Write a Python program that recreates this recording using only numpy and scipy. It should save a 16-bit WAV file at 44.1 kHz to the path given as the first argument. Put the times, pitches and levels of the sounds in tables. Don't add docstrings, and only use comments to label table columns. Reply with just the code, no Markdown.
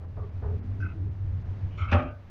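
import sys
import numpy as np
from scipy import signal
from scipy.fft import rfft, irfft, next_fast_len
from scipy.io import wavfile
from scipy.ndimage import uniform_filter1d, map_coordinates

SR = 44100
rng = np.random.default_rng(int(sys.argv[2]) if len(sys.argv) > 2 else 0)


def elevation(decibels):
    levels = np.asarray(decibels, float)
    return 10 ** (levels / 20)


def generate_wav(signal):
    frames = np.transpose(np.atleast_2d(signal))
    scaled = np.clip(frames, -1, 1) * 32767
    pcm = np.round(scaled).astype(np.int16)
    wavfile.write(sys.argv[1], SR, pcm)


N = 101429
T = np.arange(N) / SR


def unit(x):
    return x / np.sqrt(np.mean(x ** 2) + 1e-20)


def along(points, hz):
    f, v = np.transpose(points)
    return np.interp(np.log(hz + 1), np.log(f + 1), v)


def curve(rows):
    return np.interp(T, *np.transpose(rows))


def wobble(rate):
    knots = rng.standard_normal(int(N * rate / SR) + 4)
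    return map_coordinates(knots, [np.arange(N) * rate / SR])


def filtered(x, response):
    m = next_fast_len(N + SR // 2)
    return irfft(rfft(x, m) * response(np.fft.rfftfreq(m, 1 / SR)), m)[:N]


def coloured(points):
    return unit(filtered(rng.standard_normal(N), lambda f: elevation(along(points, f))))


def resonant(body):
    def response(f):
        modes = 0
        for k, (hz, width, db) in enumerate(body):
            sign = (-1) ** k
            modes = modes + sign * elevation(db) * 1j * f * width / (hz * hz - f * f + 1j * f * width)
        rolloff = 1 + (f / body[-1][0] / 1.58) ** 4
        return modes * np.abs(modes) ** .5 / rolloff
    return unit(filtered(rng.standard_normal(N), response))


def bursts(rows, rise_s, fall_s):
    envelope = 0
    for start, db, hold in rows:
        rise = np.clip((T - start) / rise_s, 0, 1)
        fall_db = 60 * np.clip(T - start - hold, 0, None) / fall_s
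        envelope = envelope + elevation(db - fall_db) * rise
    return envelope


def rings(rows, rise_s, fall_s, smear):
    tones = 0
    for start, db, hold, hz in rows:
        envelope = bursts([(start, db, hold)], rise_s, fall_s) * elevation(1 + 1.6 * wobble(30))
        tones = tones + envelope * np.sin(2 * np.pi * hz * T + smear * wobble(hz / 9))
    return tones


def cabin(x, wet_db):
    # (frequency [Hz], T60 [s])
    decay = [(100, 0.13), (500, 0.52), (1500, 0.28), (3000, 0.19), (6000, 0.28)]
    hz, t, z = signal.stft(rng.standard_normal(SR // 2), SR, nperseg=256)
    fade_db = -60 * t / along(decay, hz)[:, None]
    tail = signal.istft(z * elevation(fade_db), SR, nperseg=256)[1]
    return x + elevation(wet_db) * signal.fftconvolve(x, tail / np.linalg.norm(tail))[:N]


def slide(rows, body, wet_db):
    friction = resonant(body) * elevation(0.6 * wobble(140))
    return cabin(friction * bursts(rows, rise_s=.004, fall_s=0.054), wet_db)


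def panel_boom():
    # (time [s], pitch [Hz])
    hum_pitch = [(0, 88.2), (.25, 84.81), (.55, 85.12), (.7, 97.23), (1.3, 95.9), (1.45, 91.66),
                 (1.65, 96.25), (1.85, 93.4), (2.3, 96.64)]
    # (frequency [Hz], width [Hz], level [dB])
    panels = [(94.5, 18, -2.5), (43, 9.3, -12.5), (124.8, 2.7, -9), (68.9, 4.2, -9)]
    # (time [s], level [dB])
    travel = [(0, -38), (.4, -41), (1.0, -36), (1.75, -37), (2.08, -34.5), (2.3, -52)]
    # (time [s], level [dB], length [s])
    jolts = [(.16, -36.5, 0.071), (.33, -38.5, 0.13), (.43, -31, 0.13), (.665, -35.5, 0.079),
             (.785, -32.5, 0.067), (.985, -35.5, 0.11), (1.195, -34.5, 0.19), (1.475, -35, 0.033),
             (1.61, -31.5, 0.044), (1.805, -28, 0.032), (1.87, -41, 0.027)]
    phase = 2 * np.pi * np.cumsum(curve(hum_pitch)) / SR
    hum = elevation(-1.5) * np.sin(phase + .7 * wobble(13))
    boom = hum + resonant(panels) * elevation(-1.0)
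    swell = np.sqrt(np.abs(uniform_filter1d(boom ** 2, SR // 30)) + .02)
    boom = unit(boom / swell ** 0.89)
    return boom * (elevation(curve(travel)) + bursts(jolts, rise_s=0.02, fall_s=0.13))


def rollers():
    # (frequency [Hz], width [Hz], level [dB])
    frame_body = [(135, 60, 0.5), (200, 30, -1), (245, 5.3, -1), (303, 18, -1), (357, 48, -5),
                  (450, 45, -8)]
    # (time [s], level [dB])
    roll = [(0, -56), (.3, -61), (.42, -44.5), (.55, -32.5), (.7, -38.5), (.87, -33), (.91, -46.5),
            (.95, -41), (1.08, -37), (1.13, -63.5), (1.65, -60.5), (1.75, -44), (2.3, -60.5)]
    return resonant(frame_body) * elevation(curve(roll) - 11.5 + 0.39 * wobble(9.7))


def clack():
    # (time [s], level [dB], length [s])
    blows = [
        (1.918, -25, 0.018),
        (1.941, -27.5, 0.015),
        (1.98, -35.5, 0.025),
        (2.021, -50.5, 0.017),
    ]
    # (frequency [Hz], density [dB per Hz])
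    rattle_tone = [(40, -7.5), (250, 0.5), (800, -8.5), (1300, -7), (2700, -13), (3600, -27), (4500, -64),
                   (15500, -100.5)]
    # (frequency [Hz], level [dB], T60 [s])
    steel = [(195.4, -23, 0.22), (251.8, -10, 0.35), (340, -18.5, 0.4), (509.7, -14, 0.17),
             (553.4, -9.5, 0.22), (598, -11, 0.35), (683, -16, 0.34), (796, -9.5, 0.23), (1102, -16, 0.22),
             (1220, -10, 0.31), (1340, -16, 0.33), (1796, -23.5, 0.26), (2076, -24, 0.24),
             (2616, -16.5, 0.14)]
    rattle = coloured(rattle_tone) * elevation(1.58 * wobble(400))
    blow = rattle * bursts(blows, rise_s=0.0073, fall_s=0.021)

    first_s, first_db, _ = blows[0]
    start = int(first_s * SR)
    ring = np.zeros(N)
    for hz, db, t60 in steel:
        swell = 0
        for hit_s, hit_db, _ in blows:
            t = np.clip(T[start:] - hit_s, 0, None)
            strike_db = hit_db - first_db + rng.normal(0, 3.0)
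            swell = swell + elevation(strike_db - 60 * t / t60) * (1 - np.exp(-t / 0.014))
        tone = np.sin(2 * np.pi * hz * T + 1.08 * wobble(25 + hz / 12))
        ring[start:] += elevation(-17.5 + db) * swell * tone[start:]

    slam_s, slam_hz = 1.917, 88
    swing = bursts([(slam_s, -14, .066)], rise_s=.024, fall_s=0.063)
    swing = swing * np.sin(2 * np.pi * slam_hz * (T - slam_s))
    return cabin(blow, wet_db=-2.5) + ring + cabin(swing, wet_db=-14)


def latch_grind():
    # (time [s], level [dB], length [s])
    strokes = [
        (1.885, -46, 0.032),
        (1.914, -37, 0.027),
        (1.955, -42, 0.053),
        (2.02, -49.5, 0.08),
    ]
    # (frequency [Hz], width [Hz], level [dB])
    latch_body = [(604, 270, -4), (795, 68, -5.5), (1190, 220, -1.5), (1574, 260, -1.5), (2306, 340, -1.5),
                  (2710, 330, -3), (3110, 280, -6.5)]
    return slide(strokes, latch_body, wet_db=-3.5)


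def cracks():
    # (time [s], level [dB], length [s])
    scuffs = [
        (1.90, -62.5, 0.016),
        (1.915, -45, 0.027),
        (1.948, -55, .014),
        (1.97, -61.5, 0.04),
        (2.018, -61.5, 0.018),
    ]
    # (frequency [Hz], density [dB per Hz])
    scuff_tone = [(1000, -31), (2000, 0.5), (3900, -2), (4500, -7.5), (6200, -11.5), (6800, -26),
                  (9000, -33.5), (15500, -49.5)]
    return cabin(coloured(scuff_tone) * bursts(scuffs, rise_s=0.0015, fall_s=0.015), wet_db=-11.5)


def slide_out():
    # (time [s], level [dB], length [s])
    scrape = [
        (.800, -56, 0.018),
        (.826, -49, .04),
        (.885, -55, 0.037),
    ]
    rub = [
        (.797, -70.5, 0.026),
        (.84, -78.5, 0.016),
    ]
    # (frequency [Hz], width [Hz], level [dB])
    scrape_body = [(1470, 150, -1.5), (1277, 120, -1.5), (2050, 220, -8), (2534, 140, -6.5),
                   (2750, 220, -11.5)]
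    rub_body = [(3170, 280, -0.5), (4900, 600, -0.5), (6070, 810, -3)]
    return slide(scrape, scrape_body, wet_db=-12.5) + slide(rub, rub_body, wet_db=-6)


def slide_back():
    # (time [s], level [dB], length [s])
    creep = [
        (1.705, -65, .06),
    ]
    scrape = [
        (1.772, -54, 0.0028),
        (1.778, -43.5, 0.036),
        (1.815, -44, 0.042),
        (1.875, -46, 0.063),
    ]
    edge = [
        (1.774, -56.5, 0.044),
        (1.815, -57.5, 0.03),
        (1.85, -69.5, 0.048),
    ]
    squeal = [
        (1.772, -69, 0.045),
        (1.83, -79, 0.03),
    ]
    # (frequency [Hz], width [Hz], level [dB])
    creep_body = [(2300, 500, -6), (3050, 450, -4)]
    scrape_body = [(1334, 190, 0.5), (601, 170, -13), (2200, 290, -4)]
    edge_body = [(2650, 250, -6.5), (3080, 180, -1.5), (3460, 190, -6.5)]
    squeal_body = [(4200, 220, -2.5), (5550, 260, -1.5), (6830, 510, -5.5)]
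    low = slide(creep, creep_body, wet_db=-2.5) + slide(scrape, scrape_body, wet_db=-2.5)
    high = slide(edge, edge_body, wet_db=-6) + slide(squeal, squeal_body, wet_db=-6)
    return low + high


def squeaks():
    # (time [s], level [dB], length [s], pitch [Hz])
    chirps_out = [(.801, -47, .004, 1540), (.811, -53, .008, 1530), (.823, -37, .011, 1530),
                  (.843, -44, .022, 1515), (.884, -54, .034, 1520), (.802, -59, .035, 2560),
                  (.848, -55, .02, 2560), (.88, -57, .022, 2580)]
    chirps_back = [(1.779, -46, .012, 1310), (1.798, -44, .012, 1300), (1.82, -51, .045, 1310),
                   (1.785, -54, .01, 2350), (1.81, -53, .03, 2200), (1.845, -53, .035, 2150),
                   (1.882, -52, .035, 2620), (1.835, -76, .035, 5300)]
    return cabin(rings([*chirps_out, *chirps_back], rise_s=.004, fall_s=.05, smear=.35), wet_db=-9)


def thumps():
    # (time [s], level [dB], length [s])
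    knocks = [
        (.005, -54.5, 0.043),
        (.164, -47, 0.036),
        (.215, -58, 0.034),
        (.419, -43.5, 0.043),
        (.47, -50.5, 0.04),
    ]
    # (frequency [Hz], width [Hz], level [dB])
    knock_body = [(245, 68, -3), (417, 138, 1.5), (624, 190, -0.5), (830, 130, -1), (1150, 220, -5.5),
                  (1520, 300, -9), (1916, 450, -14)]
    return cabin(resonant(knock_body) * bursts(knocks, rise_s=0.009, fall_s=0.075), wet_db=-6.5)


def frame_tones():
    # (time [s], level [dB], length
    # [s], pitch [Hz])
    singing = [(0.205, -44.5, 0.046, 412), (0.18, -55, 0.064, 1150), (0.43, -45.5, 0.13, 410.4),
               (.44, -59, 0.013, 830), (.49, -54, 0.023, 554), (0.547, -50.5, 0.41, 245),
               (0.776, -46.5, 0.074, 303), (0.917, -49.5, 0.19, 303), (1.032, -52, 0.048, 405),
               (1.946, -38, 0.11, 145), (2.008, -41.5, 0.079, 42.8), (1.97, -36, 0.096, 256.5),
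               (2.005, -44.5, 0.063, 340), (2.031, -55, 0.13, 1515), (2.035, -51, 0.099, 598)]
    more_tones = [
        (1.70, -45, 0.081, 145),
        (1.74, -38, 0.044, 66),
        (0.5, -50.5, .3, 200),
        (.64, -54.5, 0.039, 410),
    ]
    return rings([*singing, *more_tones], rise_s=0.044, fall_s=.12, smear=1)


def air():
    # (frequency [Hz], density [dB per Hz])
    hiss_tone = [(20, 4), (150, -2), (400, -17), (2000, -32.5), (5000, -47.5), (6500, -52), (8000, -67.5),
                 (15500, -87.5)]
    # (time [s], level [dB])
    draught = [(0, -2), (1.1, -2), (2.05, -1), (2.2, -11.5), (2.3, -10)]
    hiss = coloured(hiss_tone) * elevation(-42 + 1.6 * wobble(2.5))
    low = filtered(hiss, lambda f: 1 / (1 + (f / 500) ** 2))
    return hiss + low * (elevation(curve(draught)) - 1)


def electronics():
    # (frequency [Hz], level [dB rms])
    whines = [(12349, -95), (4845, -99), (9030, -110)]
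    total = 0
    for hz, db in whines:
        level = np.sqrt(2) * elevation(db + .8 * wobble(20))
        total = total + level * np.sin(2 * np.pi * hz * T + .9 * wobble(70))
    return total


def lapse_tones():
    # (time [s], level [dB], length [s], pitch [Hz])
    blips = [(.06, -91, .02, 4100), (.06, -93, .02, 6200), (.3, -91, .02, 4845), (.595, -90, .04, 4845),
             (.595, -91, .03, 4050), (.595, -92, .025, 5500), (.6, -88, .03, 3250), (1.085, -90, .03, 4845),
             (2.085, -89, .035, 4845), (1.918, -86, .04, 9030)]
    return rings(blips, rise_s=.005, fall_s=.06, smear=.1)


def scene():
    ride = panel_boom() + rollers()
    latch = clack() + latch_grind() + cracks()
    slides = slide_out() + slide_back() + squeaks()
    frame = thumps() + frame_tones()
    return (ride + latch + slides + frame + air())[None]


def top_cut(x):
    return signal.sosfilt(signal.butter(12, 15480, fs=SR, output="sos"), x)


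def record(dry):
    # (time [s], gain [dB])
    after_clack_gain = [(0, 0), (1.93, 0), (2.0, -3), (2.15, -2.5), (2.3, -1.5)]
    # (time [s], depth [dB], half length [s])
    lapses = [(.07, 7, .013), (.31, 8, .012), (.615, 16, .016), (1.1, 9, .012), (1.44, 7, .01),
              (2.1, 10, .007)]
    preamp_hiss = elevation(-88.5 + .9 * wobble(3)) * rng.standard_normal(N)
    x = dry[0] * elevation(curve(after_clack_gain)) + preamp_hiss
    treble = filtered(x, lambda f: 1 / (1 + (2900 / (f + 1)) ** 6))
    lapse_db = sum(db * np.exp(-((T - s) / half) ** 4) for s, db, half in lapses)
    x = x - treble * (1 - elevation(-lapse_db))
    mix = x + electronics() + lapse_tones()
    return top_cut(mix[None])


dry = scene()
out = record(dry)
generate_wav(out)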